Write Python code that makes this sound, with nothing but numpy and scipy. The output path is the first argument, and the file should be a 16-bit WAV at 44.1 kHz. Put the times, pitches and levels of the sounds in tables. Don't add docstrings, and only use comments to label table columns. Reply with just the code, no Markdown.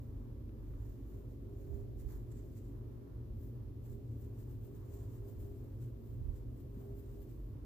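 import sys
import numpy as np
from scipy import signal
from scipy.fft import rfft, irfft
from scipy.io import wavfile

SR = 44100
rng = np.random.default_rng(int(sys.argv[2]) if len(sys.argv) > 2 else 0)


def int16_out(signal):
    q = np.round(np.clip(np.atleast_2d(signal).T, -1, 1) * 32767)
    wavfile.write(sys.argv[1], SR, q.astype(np.int16))


N = 337365
TIME, FREQS = np.arange(N) / SR, np.fft.rfftfreq(N, 1 / SR)

# fastest at t/s, length/s, swish level/dB, scratch send/dB
STROKES = [(.865, 0.3, -78, -6.5), (1.312, 0.071, -76.5, -9), (1.62, 0.11, -73.5, -9.5),
           (1.755, 0.13, -75, -8), (2.007, .055, -69.5, -6.5), (2.12, 0.11, -67.5, -7.5),
           (2.32, 0.025, -71.5, -4.5), (2.38, .07, -75, -3.5), (2.436, 0.095, -82, -4),
           (2.575, 0.049, -70, -8), (2.648, 0.086, -79, -6), (3.44, .143, -68, -15),
           (3.862, 0.068, -68.5, -13), (3.918, 0.087, -68, -11), (4.12, .14, -78.5, -5.5),
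           (4.225, 0.1, -67.5, -11.5), (4.396, .11, -68, -9), (4.512, .085, -68, -10),
           (4.655, 0.088, -67.5, -11), (4.76, .065, -68.5, -9.5), (4.867, .12, -75, -8),
           (4.941, 0.063, -65, -8), (5.012, .2, -74, -5.5), (5.145, 0.1, -68, -9),
           (5.29, 0.095, -66, -10.5), (5.426, .108, -64.5, -11.5), (5.553, 0.22, -73, -8.5),
           (5.833, 0.079, -67.5, -7.5), (6.1, 0.16, -71, -11.5), (6.365, 0.089, -71, -6),
           (6.595, 0.066, -70.5, -9), (6.804, 0.18, -72, -9.5), (6.99, .08, -65.5, -12),
           (7.116, 0.29, -72, -7.5), (7.223, 0.043, -66, -14), (7.304, 0.072, -71, -8)]
# start/s, end/s, swish level/dB
RUB_SPELLS = [(0, 0.19, -76), (.6, 2.94, -80.5), (3.95, 7.55, -81.5)]
# t/s, place (0 cheek .. 1 top of the head)
FINGER_PLACE = [(0, 0.029), (2.6, 0.05), (3.45, .4), (3.9, .6), (4.25, 0.81), (7.65, 1)]
# f/Hz, gain/dB
SWISH_EQ = [(1500, -59), (5000, -26.5), (9000, -24.5), (10800, -6.5), (12100, -1.5), (14200, 2.5),
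            (15100, 6.5), (16000, -3)]
# f/Hz, gain/dB
SCRATCH_EQ = [(500, -11), (1000, 3.5), (2200, -2.5), (3300, -2.5), (5300, -4), (6800, -1.5), (7900, 4.5),
              (8600, -1), (10500, -3.5), (15000, -22.5)]
# t/s, length/s, f/Hz, ring send/dB
CUPS = [(2.0, 0.087, 10300, 5), (2.13, 0.14, 11800, 1), (2.35, 0.14, 7700, 4), (2.62, 0.15, 7800, 1),
        (3.9, .2, 7600, 1), (4.99, .24, 7000, 2.5)]
# f/Hz, gain from the cheek/dB, gain from the top/dB
RIGHT_MIC_EQ = [(1000, -7, -6), (1390, 3, 2), (1930, 11, -2), (2770, -3, -1.5), (4270, 3.5, -2.5),
                (5800, 6, -1.5), (7300, 6.5, -3), (7520, -2.5, -7), (8700, -11, -19), (9400, -2, -7),
                (11700, -1, -12.5), (15300, -6, -29)]
# t/s, peak level/dB, left-right/dB, centre f/Hz
HAIR_SNAPS = [(.493, -61.5, -8, 1900), (.738, -62, 8, 1100), (2.089, -63, 2, 2000), (2.122, -51, 5, 12000),
              (2.325, -63, 7, 7500), (4.657, -55, 10, 13000), (4.751, -62, 11, 7490), (4.938, -58, 9, 8000),
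              (5.41, -59, 11, 13000)]
# t/s, length/s, relative level/dB, left-right/dB
ARM_MOVES = [(.12, .25, -83.5, -8), (0.788, 0.29, -81, -2), (1.177, 0.41, -82, -1), (2.128, 0.13, -74, -3),
             (2.775, 0.34, -81.5, -3), (3.12, 0.29, -79, -4), (3.594, 0.17, -81.5, 0),
             (4.497, .08, -79, -1), (4.825, 0.18, -80.5, 9), (5.135, 0.68, -80.5, -2),
             (6.1, 0.22, -86, -3.5), (6.783, 0.15, -78.5, 5.5), (7.6, 0.26, -79, 1)]
# f/Hz, gain/dB
RUSTLE_EQ = [(300, -22.5), (700, -7), (880, 0.5), (1100, -0.5), (1280, -5), (1500, -10), (1850, -11.5),
             (2300, -22), (3500, -31)]
# t/s, peak level/dB, f/Hz, left-right/dB
BUMPS = [(0.823, -37, 51.3, -1), (2.07, -38.5, 62.4, -14), (6.214, -40, 65, -22), (6.294, -35, 55, -16),
         (6.484, -39.5, 50.3, -3), (6.774, -39.5, 218, -3)]
# t/s, length/s, relative level/dB, left-right/dB
RUMBLE_SWELLS = [(0.143, 0.28, -46.5, -0.5), (0.788, 0.27, -43.5, -1), (1.743, 0.15, -48, -18.5),
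                 (2.054, 0.31, -50, -14), (3.28, .25, -47, 0), (3.923, 0.097, -49.5, -18),
                 (4.202, 0.23, -48, 1), (5.45, 0.21, -46.5, 2), (6.225, 0.17, -44, -18)]
# f/Hz, gain/dB
LOW_RUMBLE_EQ = [(15, -32.5), (32, -6.5), (46, 0.5), (60, -1), (80, -0.5), (110, -12.5), (160, -21.5),
                 (300, -34.5), (600, -79)]
# f/Hz, gain/dB
AIR_EQ = [(15, -35.5), (30, -17), (42, -5), (60, -7.5), (125, -7.5), (150, -15), (190, -18.5), (300, -17.5),
          (380, -19.5), (450, -22.5), (560, -30), (720, -38.5), (1000, -51), (3000, -67.5)]
# f/Hz, width/Hz, relative level/dB
ROOM_MODES = [(49.25, 6, -52), (76.4, 24, -56), (102.3, 4.7, -53.5), (118.9, 8.7, -58), (219.8, 5.7, -68.5),
              (235.3, 18, -64.5), (277, 15, -63.5), (312.4, 13, -69.5), (430.3, 25, -74.5),
              (509.4, 9.1, -79), (538.5, 7.2, -80), (610, 23, -81)]
# f/Hz, left-right likeness (0..1), left-right/dB
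ROOM_STEREO = [(39.7, 1, 0.5), (69.3, 0.95, -1), (115.5, 0.88, -1.5), (173, 0.87, 1.5), (273, 0.77, 0),
               (444, 0.54, -2.5), (595, 0.34, -2), (1150, 0, -1.5), (2410, 0, 0)]
# t/s, level/dB
HUM_SURGES = [(1.85, -46), (2.8, -48), (3.2, -49), (3.54, -45.5), (3.83, -47.5), (4.11, -48), (4.56, -47),
              (5.84, -46), (6.18, -45.5), (6.46, -48.5)]
# t/s, relative level/dB
THIRD_RIDE = [(0, -71), (1.2, -65.5), (2.0, -64), (3.1, -63), (3.7, -69), (4.5, -65), (6.3, -65),
              (7.65, -70)]
# t/s, length/s, relative level/dB
TONE_SWELLS = [(1.52, 0.15, -57.5), (1.75, 0.26, -54), (3.97, 0.14, -58.5), (4.28, .2, -62),
               (4.71, 0.15, -58.5), (4.97, 0.21, -57.5), (5.26, 0.15, -55.5), (5.47, 0.13, -55),
               (6.89, 0.27, -55), (7.2, .1, -58.5)]
# f/Hz, level/dB, left-right/dB, left phase lead/rad
FAINT_TONES = [(265.3, -72, 2, 0.74), (301.4, -72.5, -11, 0)]
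# f/Hz, gain/dB
HISS_EQ = [(500, 1.5), (2000, 3.5), (3000, 3), (5000, -0.5), (7500, -4.5), (9000, -9), (10500, -3),
           (12300, 3.5), (14300, 1), (15200, 5), (16000, 2.5)]


def fur(scratch_trim_db=1.5, rub_scratch_db=-11.5, catch_db=1.06):
    light = rubbing()
    swish_gain = swells([(s, length, db) for s, length, db, _ in STROKES], light)
    scratches = [(s, length, db + send_db) for s, length, db, send_db in STROKES]
    scratch_gain = amp(scratch_trim_db) * swells(scratches, amp(rub_scratch_db) * light)
    swish = swish_gain * hairs(SWISH_EQ, per_s=11000, spread_db=-1.2)
    scratch = scratch_gain * hairs(SCRATCH_EQ, per_s=13000, spread_db=0.6)
    left, right = hand_hollow(swish + scratch) * amp(catch_db * drift(74))
    return np.array([left, camera_shadow(right)])


def rubbing(uneven_db=3.7, uneven_hz=7, fade_s=0.062):
    spells = sum(amp(db) * (np.tanh((TIME - start) / fade_s) - np.tanh((TIME - end) / fade_s)) / 2
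                 for start, end, db in RUB_SPELLS)
    return spells * amp(uneven_db * drift(uneven_hz))


def hairs(eq, per_s, spread_db):
    slips = rng.standard_normal((2, N)) * (rng.random((2, N)) < per_s / SR)
    sizes = amp(spread_db * np.minimum(rng.exponential(1, N), 4))
    return unit_rms(equalise(slips * sizes, eq))


def hand_hollow(sound, open_hz=7000, open_db=-13, width_hz=900):
    cupped = sum(amp(db) * swell(s, length) * resonate(sound, hz, width_hz)
                 for s, length, hz, db in CUPS)
    return sound + cupped + amp(open_db) * resonate(sound, open_hz, width_hz)


def camera_shadow(right):
    on_top = curve(FINGER_PLACE)
    from_cheek, from_top = (equalise(right, RIGHT_MIC_EQ, column) for column in (1, 2))
    return (1 - on_top) * from_cheek + on_top * from_top


def hair_snaps(decay_cycles=1.6, width_octaves=1.0):
    out = np.zeros((2, N))
    t = np.arange(512) / SR
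    hz = np.fft.rfftfreq(len(t), 1 / SR)
    for s, db, balance_db, centre_hz in HAIR_SNAPS:
        burst = rng.standard_normal((2, len(t))) * np.exp(-t * centre_hz / decay_cycles)
        centred = np.roll(burst, len(t) // 2, axis=1)
        tick = irfft(rfft(centred) * band(hz, centre_hz, width_octaves))
        tick /= np.abs(tick).max(axis=1, keepdims=True)
        add(out, s - t[-1] / 2, amp(db) * pan(balance_db) * tick)
    return out


def arm_rustle(trim_db=4.0, rest_db=-82.5, uneven_db=1.5):
    rest = amp(rest_db + uneven_db * drift(5.4)) * pan(-1.0)
    move_power = sum((amp(db) * pan(balance_db) * swell(s, length)) ** 2
                     for s, length, db, balance_db in ARM_MOVES)
    return amp(trim_db) * np.sqrt(rest ** 2 + move_power) * room_noise(amp(spectrum(RUSTLE_EQ)))


def camera_bumps(fade_cycles=0.71):
    out = np.zeros((2, N))
    for s, db, hz, balance_db in BUMPS:
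        cycles = hz * (TIME - s)
        thud = np.exp(-(cycles / fade_cycles) ** 2) * np.cos(2 * np.pi * cycles)
        out += amp(db) * pan(balance_db) * thud
    return out


def low_rumble(trim_db=-1, stereo_width=0.19):
    noise = rng.standard_normal(N) + stereo_width * rng.standard_normal((2, N))
    gain = sum(amp(db) * pan(balance_db) * swell(s, length)
               for s, length, db, balance_db in RUMBLE_SWELLS)
    return amp(trim_db) * gain * unit_rms(equalise(noise, LOW_RUMBLE_EQ))


def ventilation(rumble_db=-52.5, modes_db=-48.5):
    rumble = amp(rumble_db) * room_noise(amp(spectrum(AIR_EQ)))
    mode_power = sum(amp(db) ** 2 / width / (1 + ((FREQS - hz) / (width * 0.56)) ** 2) ** 2
                     for hz, width, db in ROOM_MODES)
    return rumble + amp(modes_db) * room_noise(np.sqrt(mode_power))


def motor_hum(hz=118.35, rest_db=-56.5, surge_s=0.14, wander_db=2.0, wander_hz=3.5, third_trim_db=-1.5):
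    rest = amp(rest_db + wander_db * drift(wander_hz))
    gain = swells([(s, surge_s, db) for s, db in HUM_SURGES], rest)
    low = gain * tone(hz, 0, balance_db=2.0, lead_rad=0, waver_hz=1.091)
    third = tone(3 * hz, third_trim_db + curve(THIRD_RIDE), balance_db=8.0, lead_rad=0.7, waver_hz=0.72)
    return low + third


def upper_hum(hz=401.6, rest_db=-69, wander_db=3.5, wander_hz=3.5, air_db=-14):
    gain = swells(TONE_SWELLS, amp(rest_db + wander_db * drift(wander_hz)))
    air = amp(air_db) * room_noise(band(FREQS, centre_hz=596, octaves=0.39))
    breathy = tone(hz, db=0.6, balance_db=-3, lead_rad=1.0, waver_hz=1.37) + air
    return gain * breathy + sum(tone(*row) for row in FAINT_TONES)


def mic_hiss(level_db=-76.5, balance_db=1.6):
    return amp(level_db) * pan(balance_db) * unit_rms(equalise(rng.standard_normal((2, N)), HISS_EQ))


def room_noise(gain):
    common, separate = rfft(rng.standard_normal((2, N)))
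    likeness = spectrum(ROOM_STEREO)
    pair = np.array([common, likeness * common + np.sqrt(1 - likeness ** 2) * separate])
    return unit_rms(irfft(pair * gain * pan(spectrum(ROOM_STEREO, column=2)), N))


def tone(hz, db, balance_db, lead_rad, waver_hz=0.7):
    phase = 2 * np.pi * np.cumsum(hz + waver_hz * drift(4.07)) / SR
    return np.sqrt(2) * amp(db) * pan(balance_db) * np.sin([phase + lead_rad, phase])


def swell(s, length, rise_share=0.44, roundness=1.3):
    near = slice(max(int((s - 2 * length) * SR), 0), int((s + 2 * length) * SR))
    t, out = TIME[near] - s, np.zeros(N)
    slope_s = length * np.where(t < 0, rise_share, 1 - rise_share)
    out[near] = np.exp(-np.abs(t / slope_s) ** roundness)
    return out


def swells(rows, rest):
    return np.sqrt(rest ** 2 + sum((amp(db) * swell(s, length)) ** 2 for s, length, db in rows))


def drift(hz):
    rates, phases = hz * np.abs(rng.standard_normal((32, 1))) / 2, rng.random((32, 1))
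    coarse = TIME[::32]
    wobble = np.sin(2 * np.pi * (rates * coarse + phases)).sum(0)
    return unit_rms(np.interp(TIME, coarse, wobble))


def resonate(x, hz, width_hz):
    radius = np.exp(-np.pi * width_hz / SR)
    return 2 * signal.lfilter([1 - radius], [1, -radius * np.exp(2j * np.pi * hz / SR)], x).real


def band(hz, centre_hz, octaves):
    return np.exp(-(np.log2((hz + 1) / centre_hz) / octaves) ** 2)


def equalise(x, eq, column=1):
    return irfft(rfft(x) * amp(spectrum(eq, column)), N)


def spectrum(table, column=1):
    columns = np.transpose(table)
    return np.interp(np.log(FREQS + 1), np.log(columns[0] + 1), columns[column])


def curve(table):
    return np.interp(TIME, *np.transpose(table))


def add(mix, s, sound):
    part = mix[:, max(round(s * SR), 0):][:, :sound.shape[-1]]
    part += sound[..., :part.shape[1]]


def pan(db):
    return amp(np.array([[.5], [-.5]]) * db)


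def amp(db):
    return 10 ** (np.asarray(db) / 20)


def unit_rms(x):
    return x / np.sqrt(np.mean(x ** 2) + 1e-30)


def scene():
    petting = fur() + hair_snaps()
    movement = arm_rustle() + camera_bumps()
    bed = low_rumble() + ventilation() + motor_hum() + upper_hum() + mic_hiss()
    return petting + movement + bed


def record(dry):
    high_cut = signal.firwin(1501, 15500, window=("kaiser", 9), fs=SR)
    return signal.oaconvolve(dry, high_cut[None], "same")


dry = scene()
out = record(dry)
int16_out(out)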